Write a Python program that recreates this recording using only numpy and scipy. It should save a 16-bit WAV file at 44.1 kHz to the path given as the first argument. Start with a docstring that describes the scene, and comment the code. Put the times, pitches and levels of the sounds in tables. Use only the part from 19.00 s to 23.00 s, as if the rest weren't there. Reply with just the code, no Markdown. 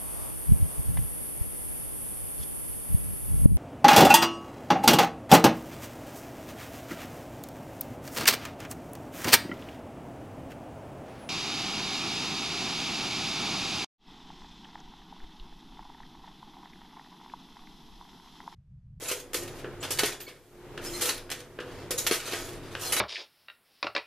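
"""A scrape and thin squeaks as a toaster's carriage slides down its guides, close to the microphone.
The toaster stands on a table in a small room. Fingers tap the plastic lever and the catch clicks;
twice the spring slams the carriage back up, rattling the steel case and thumping the table, and
the lever is pushed again. The room answers briefly, with a low machine hum behind it all."""
import sys
import numpy as np
from scipy import signal
from scipy.fft import rfft, irfft, next_fast_len
from scipy.io import wavfile
from scipy.ndimage import map_coordinates

SR = 44100
rng = np.random.default_rng(int(sys.argv[2]) if len(sys.argv) > 2 else 0)


def to_wav(s):
    """Save 16-bit WAV."""
    ch = np.atleast_2d(s).T  # columns
    pcm = np.round(np.clip(ch, -1, 1) * 32767)  # PCM
    wavfile.write(sys.argv[1], SR, pcm.astype(np.int16))


N = 176400
T = np.arange(SR // 4) / SR  # seconds since a hit

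# Colours of metal on metal, its clack and its bright edge. Each row: frequency in Hz, relative dB.
CLACK_COLOUR = [(150, -26), (500, -5), (1000, -5.5), (1600, 0.5), (2800, 2), (4500, -2), (6500, -8.5),
                (14000, -16.5)]
TREBLE_COLOUR = [(1500, -77), (3500, -8), (5500, -1), (7000, -1), (8500, -2.5), (10500, -1), (12500, -5),
                 (14000, -3)]
# Dull modes of the toaster's shell. Each row: frequency in Hz, level in dB, t60 in seconds.
SHELL_MODES = [(387, -3, 0.063), (439, -0.5, 0.049), (491, -8.5, 0.31), (522, -5, 0.031),
               (705, -5.5, 0.019), (1016, -9, 0.034)]


def amp(db):
    """Decibels to gain."""
    return 10 ** (np.asarray(db) / 20)


def unit(x):
    """Scale to rms 1."""
    return x / np.sqrt(np.mean(x ** 2) + 1e-20)


def along(points, hz):
    """Read (Hz, value) points on a log frequency axis."""
    freqs, values = np.transpose(points)
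    return np.interp(np.log(hz + 1), np.log(freqs + 1), values)


def add(track, start, x):
    """Mix x into the track from start, in seconds."""
    i = max(0, round(start * SR))
    track[..., i:i + x.shape[-1]] += x[..., :N - i]


def wobble(rate):
    """A smooth random curve, rate knots a second."""
    return map_coordinates(rng.standard_normal(N // 20), [np.arange(N) * rate / SR], mode="wrap")


def filtered(x, response):
    """Apply a gain that is a function of frequency."""
    size = next_fast_len(N + SR // 2)
    return irfft(rfft(x, size) * response(np.fft.rfftfreq(size, 1 / SR)), size)[..., :N]


def through(x, response):
    """Convolve with an impulse response."""
    return signal.fftconvolve(np.atleast_2d(x), np.atleast_2d(response), axes=1)[:, :N]


def coloured(x, points, size=2048):
    """Minimum-phase colouring that keeps the power of white noise."""
    cepstrum = irfft(np.log(amp(along(points, np.fft.rfftfreq(size, 1 / SR)))))
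    cepstrum[1:size // 2] *= 2
    cepstrum[size // 2 + 1:] = 0
    response = irfft(np.exp(rfft(cepstrum)))
    return through(x, response / np.linalg.norm(response))


def grains(per_s, samples):
    """Irregular tiny impacts of rms 1, as middle and side."""
    return unit(rng.standard_normal((2, samples)) * (rng.random(samples) < per_s / SR))


def snags(per_s=220, t60=0.012, low_hz=2500, high_hz=12000):
    """Burrs catch during a slide, each a tiny ping of its own pitch."""
    out, t = np.zeros((2, N)), T[:SR // 25]
    for when, pitch, size, side_phase in rng.random((int(per_s * N / SR), 4)):
        hz = low_hz * (high_hz / low_hz) ** pitch
        ping = np.sin(2 * np.pi * (hz * t + np.array([[0], [side_phase]])))
        add(out, when * N / SR, size ** 2 * amp(-60 * t / t60) * ping)
    return unit(out)


def slides(grains_per_s=2000, rise_s=0.045, fall_s=0.046, uneven_db=2.5):
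    """The carriage rubs along its guides: dense friction grains and snagging burrs."""
    # Each row: start and end in seconds, first and last level in dB, treble offset in dB.
    strokes = [(0, 0.12, -50.5, -46, 3), (0.438, 0.618, -57, -57, -5), (0.825, 0.977, -41.5, -60.5, -9),
               (1.828, 2.015, -49, -50, 3), (2.017, 2.107, -46, -40, 6.5), (2.614, 2.852, -64, -55, -15),
               (2.998, 3.06, -55, -47.5, 4), (3.241, 3.362, -39, -40.5, -6), (3.367, 3.568, -48, -55, 0.5),
               (3.576, 3.8, -65, -50, -9), (3.806, 4.02, -47, -40, 5)]
    # The body of the scrape. Each row: frequency in Hz, relative dB.
    scrape_colour = [(150, -20.5), (430, 2), (800, -3.5), (1500, -2), (3000, -3.5), (4500, -6), (7000, -12),
                     (14000, -22)]
    t = np.arange(N) / SR
    body, treble = np.zeros((2, N))
    for start, end, first_db, last_db, treble_db in strokes:
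        gate = np.clip(np.minimum((t - start) / rise_s, (end - t) / fall_s) + .5, 0, 1)
        stroke = gate * amp(np.interp(t, [start, end], [first_db, last_db]))
        body += stroke
        treble += amp(treble_db) * stroke
    rub = amp(uneven_db * wobble(60))
    scrape = coloured(rub * body * grains(grains_per_s, N), scrape_colour)
    sizzle = coloured(rub * treble * grains(grains_per_s, N), TREBLE_COLOUR)
    return scrape + sizzle + amp(-4.5) * treble * snags()


def background(waver_hz=2.59, waver_db=3.5):
    """Steady room tone and machine hum, ducked in quiet moments by the recorder's noise suppressor."""
    # Each row: time in seconds, level of both in dB.
    suppressor_level = [(0, -46.5), (.15, -48.5), (.29, -47), (.42, -40.5), (.6, -39.5), (.85, -41),
                        (1.05, -40.5), (1.2, -49.5), (1.48, -55), (1.63, -44.5), (1.85, -37), (2.1, -43),
                        (2.25, -45), (2.53, -47), (2.7, -39.5), (3.1, -40), (3.22, -46.5), (3.45, -39),
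                        (4, -42)]
    # Room tone. Each row: frequency in Hz, relative dB.
    air_colour = [(12, -40), (20, 6), (65, -13), (88, -7.5), (136, -6), (229, -11.5), (346, -4.5),
                  (455, -6.5), (494, -9.5), (809, -15), (1520, -20), (1890, -21), (4430, -33.5),
                  (7450, -39), (14000, -47)]
    # Its spread. Each row: frequency in Hz, gain of the side channel in dB.
    air_width = [(25, -2.5), (120, 0.5), (300, 4.5), (1500, 14.5), (3000, 12), (6000, 4)]
    # The machine's tones. Each row: frequency in Hz, dB relative to the suppressor level.
    hum_tones = [(27, -30), (99, -15), (135.5, -15.5), (270, -18.5), (352, -11.5)]
    air = filtered(rng.standard_normal((2, N)), lambda hz: amp(along(air_colour, hz)))
    air = filtered(unit(air), lambda hz: amp(np.outer([0, 1], along(air_width, hz))))
    hum = np.zeros(N)
    for hz, db in hum_tones:
        peak = amp(db + waver_db * wobble(9)) * np.sqrt(2)
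        hum += peak * np.sin(2 * np.pi * np.cumsum(hz + waver_hz * wobble(14)) / SR)
    level = amp(np.interp(np.arange(N) / SR, *np.transpose(suppressor_level)))
    return level * (amp(-4.5) * air + np.outer([1, 0], hum))


def squeaks(waver_depth=0.015):
    """The guides stick and slip in brief wavering tones."""
    # Each row: start and length in seconds, pitch in Hz, level in dB.
    slips = [(0.018, 0.034, 10250, -45), (0.07, 0.007, 11300, -38), (0.078, 0.011, 7200, -32),
             (.08, 0.021, 2560, -40), (0.803, .012, 7000, -44.5), (0.81, .018, 7900, -44),
             (.905, 0.018, 3950, -47), (1.204, 0.036, 13680, -44), (1.266, 0.011, 4410, -47),
             (1.263, 0.026, 2230, -48), (1.856, .035, 5200, -38), (1.93, 0.039, 4150, -42),
             (2.974, 0.024, 6788, -30.5), (2.98, 0.016, 3854, -34), (3.832, .09, 4180, -41),
             (3.923, 0.0098, 10200, -24), (3.93, 0.012, 11500, -28)]
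    out = np.zeros((2, N))
    waver = 1 + waver_depth * wobble(697)
    for start, length, hz, db in slips:
        n = int(length * SR)
        phase = 2 * np.pi * hz * np.cumsum(np.roll(waver, -int(start * SR))[:n]) / SR
        envelope = amp(db) * signal.windows.tukey(n, .5)
        add(out, start, envelope * np.array([np.sin(phase), np.cos(phase)]))
    return out


def burst(length_ms):
    """One contact: a fast-rising crunch of micro-impacts, as middle and side."""
    age = T[:4096] * 1000 / length_ms
    envelope = 2 * np.sqrt(age) * np.exp(-age)
    crunch = rng.standard_normal((2, len(age)))
    for _ in range(4):  # impose the envelope, then flatten the spectrum
        crunch = irfft(np.exp(1j * np.angle(rfft(envelope * np.sign(crunch)))))
    return np.pad(crunch * np.linalg.norm(envelope), ((0, 0), (0, len(T) - len(age))))


def knock(modes, scatter_db=1, rise_s=0.00078, low_hz=215):
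    """Dull modes struck once, dead centre, with the deepest bass cut away."""
    ring = sum(amp(db + scatter_db * rng.normal() - 60 * T / t60) * np.sin(2 * np.pi * hz * T)
               for hz, db, t60 in modes)
    low_cut = signal.butter(2, low_hz, "high", fs=SR, output="sos")
    return np.outer([1, 0], signal.sosfilt(low_cut, ring * (1 - np.exp(-T / rise_s))))


def clicks():
    """Carriage and catch meet: returns the metal clicks and the shell's knocks under them."""
    # Each row: start in seconds, clack, treble and knock levels in dB, contact length in ms.
    contacts = [(.024, -53, -44, -37, 8), (0.037, -47, -35, -70, 1.8), (0.084, -39.5, -29, -64, 5.9),
                (.099, -36, -45, -50, 4.7), (0.113, -32, -27, -30.5, 5.3), (0.333, -34.5, -32, -45, 2.1),
                (0.3431, -26.5, -24, -40, 2.25), (.349, -50, -34, -28, 16), (.425, -52, -47, -39, 3.1),
                (.477, -42.5, -45, -44, 3.6), (.827, -35, -42, -39, 5.5), (.833, -38.5, -55, -44.5, 5.2),
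                (0.905, -35, -26, -37, 9), (0.9743, -35, -34, -55, 1.2), (.987, -25, -25, -33.5, 3.4),
                (0.9921, -19, -19.5, -53, 1.68), (1.202, -43.5, -41, -46.5, 6.3),
                (1.277, -47.5, -55, -42, 11.7), (2.009, -30, -27.5, -50, 10.6), (2.021, -45, -23, -32, 3),
                (2.056, -29, -23, -36, 1.4), (2.0895, -27, -27, -54, 3.5), (2.3016, -32.5, -33, -58, 1.6),
                (2.314, -30, -31, -39.5, 3.5), (2.907, -32, -24.5, -30, 4.6), (2.979, -40, -26.5, -50, 9.4),
                (3.0656, -21.5, -22, -57, 2.9), (3.0716, -29.5, -20.5, -49, 1.67),
                (3.922, -27, -22.5, -38, 5), (3.9318, -26, -28, -49, 1.14), (3.965, -23.5, -24.5, -51, 2.5)]
    clack, treble, knocks = np.zeros((3, 2, N))
    for start, clack_db, treble_db, knock_db, length_ms in contacts:
        add(clack, start, amp(clack_db) * burst(length_ms))
        add(treble, start, amp(treble_db) * burst(length_ms))
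        add(knocks, start, amp(knock_db) * knock(SHELL_MODES))
    return coloured(clack, CLACK_COLOUR) + coloured(treble, TREBLE_COLOUR), knocks


def fingers():
    """Fingers meet or leave the plastic lever: dry taps that knock the shell."""
    # Each row: start in seconds, tap and knock levels in dB, contact length in ms, low-pass in Hz.
    touches = [(.644, -33, -34.5, 2.8, 2400), (.652, -41.5, -70, 5, 2600), (1.776, -31, -55, 2.7, 8800),
               (2.293, -37.5, -62, 1.8, 4000), (2.5882, -29.5, -32.5, 2, 2840), (2.6, -36, -61, 7.1, 8800),
               (3.7511, -24, -45, 1.5, 6100)]
    # The lever's tone. Each row: frequency in Hz, relative dB.
    plastic_colour = [(200, -9), (600, -6), (1000, -10), (1600, 2.5), (2150, -11), (2800, -3),
                      (3700, -11.5), (5000, -15), (7000, -21), (14000, -21)]
    taps, knocks = np.zeros((2, 2, N))
    for start, tap_db, knock_db, length_ms, dull_hz in touches:
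        soften = signal.butter(2, dull_hz, fs=SR, output="sos")
        add(taps, start, amp(tap_db) * signal.sosfilt(soften, burst(length_ms)))
        add(knocks, start, amp(knock_db) * knock(SHELL_MODES))
    return coloured(taps, plastic_colour) + knocks


def slams(grains_per_s=900, rise_s=0.015, fade_s=0.025):
    """The sprung carriage hits its top stop: returns the rattling metal and the table's thumps."""
    # Each row: start in seconds, clack, thump and rattle levels in dB.
    hits = [(1.0335, -23, -19, -33.5), (1.0409, -25, -36, -33.5), (3.1112, -21.5, -18.5, -30),
            (3.122, -27, -22.5, -35), (3.333, -29.5, -27.5, -48)]
    # The table under the toaster. Each row: mode in Hz, level in dB, t60 in seconds.
    table_modes = [(278, -10, 0.047), (354.5, -0.5, 0.052), (417, 2, 0.052), (669, -6.5, 0.049)]
    clack, treble, thumps = np.zeros((3, 2, N))
    rattle = (1 - np.exp(-T / rise_s)) * np.exp(-T / fade_s)
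    for start, clack_db, thump_db, rattle_db in hits:
        add(clack, start, amp(clack_db) * burst(length_ms=2.1))
        add(clack, start, amp(rattle_db) * rattle * grains(grains_per_s, len(T)))
        add(treble, start, amp(clack_db - 2.5) * burst(length_ms=1))
        add(treble, start, amp(rattle_db + 6) * rattle * grains(grains_per_s, len(T)))
        add(thumps, start, amp(thump_db) * knock(table_modes))
    return coloured(clack, CLACK_COLOUR) + coloured(treble, TREBLE_COLOUR), thumps


def tail(t60s):
    """A diffuse ring of energy 1, dying away as the (Hz, t60 in seconds) points say."""
    hz, t, spectrum = signal.stft(rng.standard_normal((2, SR // 2)), SR, nperseg=256)
    decay = amp(-60 * t / along(t60s, hz)[:, None])
    ring = signal.istft(spectrum * decay, SR, nperseg=256)[1]
    return ring / np.linalg.norm(ring[0])


def diffuse(x, t60s, delay_s, blocks=48):
    """A dense answer to x, with a fresh tail for each short block."""
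    out, size = np.zeros((2, N)), N // blocks
    for i in range(0, N, size):
        add(out, min(i / SR + delay_s, N / SR), through(x[i:i + size], tail(t60s)))
    return out


def steel_case(metal):
    """The direct metal sound and the case it excites: single modes and a short shimmer of panels."""
    # Each row: mode in Hz, relative dB, t60 in seconds.
    modes = [(492, 4, 0.29), (667, -5.5, 0.31), (1277, 0.5, 0.29), (1491, 2, 0.21), (1850, -1.5, 0.31),
             (2310, -18.5, 0.1), (2750, -8, 0.15), (3414, -9, 0.5), (3620, -13, 0.11), (4380, -37, .3),
             (5010, -13, 0.78), (6450, -25, 0.23), (6788, -0.5, 0.34), (11219, 12, 0.1)]
    t = np.arange(SR // 2) / SR
    ring = sum(amp(db - 60 * t / t60) * np.sin(2 * np.pi * (hz * t + rng.random((2, 1))))
               for hz, db, t60 in modes)
    ringing = through(metal[0], ring / np.linalg.norm(ring[0]))
    shimmer = diffuse(metal[0], t60s=[(1000, 0.067)], delay_s=0)
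    return metal + amp(-9.5) * ringing + amp(-0.5) * shimmer


def small_room(send):
    """The room's reflections reach the microphone just after the direct sound."""
    # Each row: frequency in Hz, t60 in seconds.
    decay_times = [(200, 0.17), (500, 0.57), (1400, 0.33), (3700, 0.26), (10000, 0.27), (14000, 0.19)]
    return diffuse(send[0], decay_times, delay_s=0.005)


def stereo(pair):
    """Middle and side to left and right: the bass central, the treble wide and a little to the right."""
    # Each row: frequency in Hz, likeness of left and right from 0 to 1.
    likeness = [(25, 0.52), (70, 0.92), (250, .995), (500, 0.99), (1200, .99), (2400, 1), (4000, 0.84),
                (8000, 0.16), (13000, 0.24)]
    # Each row: frequency in Hz, left minus right in dB.
    lean = [(300, 0), (2000, .2), (4000, 0.1), (8000, -1.2), (12000, -1.3)]

    def width(hz):
        angle = np.arccos(np.clip(along(likeness, hz), 0, 1)) / 2
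        return np.array([np.cos(angle), np.sin(angle)])

    mid, side = filtered(pair, width)
    left_right = np.array([mid + side, mid - side])
    return filtered(left_right, lambda hz: amp(np.outer([.5, -.5], along(lean, hz))))


def scene():
    """The toaster up close, the room's answer, the background and a steady faint hiss."""
    catch, knocks = clicks()
    rebound, thumps = slams()
    metal = catch + rebound + slides()
    taps, squeal = fingers(), squeaks()
    send = metal + amp(-2) * taps + amp(-1) * knocks + amp(-13) * thumps + amp(-2.5) * squeal
    room = amp(-1.5) * small_room(send)
    hiss = amp(-63.5) * rng.standard_normal((2, N))
    toaster = steel_case(metal) + knocks + thumps + taps + squeal
    return stereo(toaster + room + background() + hiss)


def record(dry):
    """The microphone's top end stops at a steep band limit."""
    top_hz, edge_hz = 14250, 200
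    return filtered(dry, lambda hz: np.clip((top_hz - hz) / edge_hz + .5, 0, 1))


dry = scene()
out = record(dry)
to_wav(out)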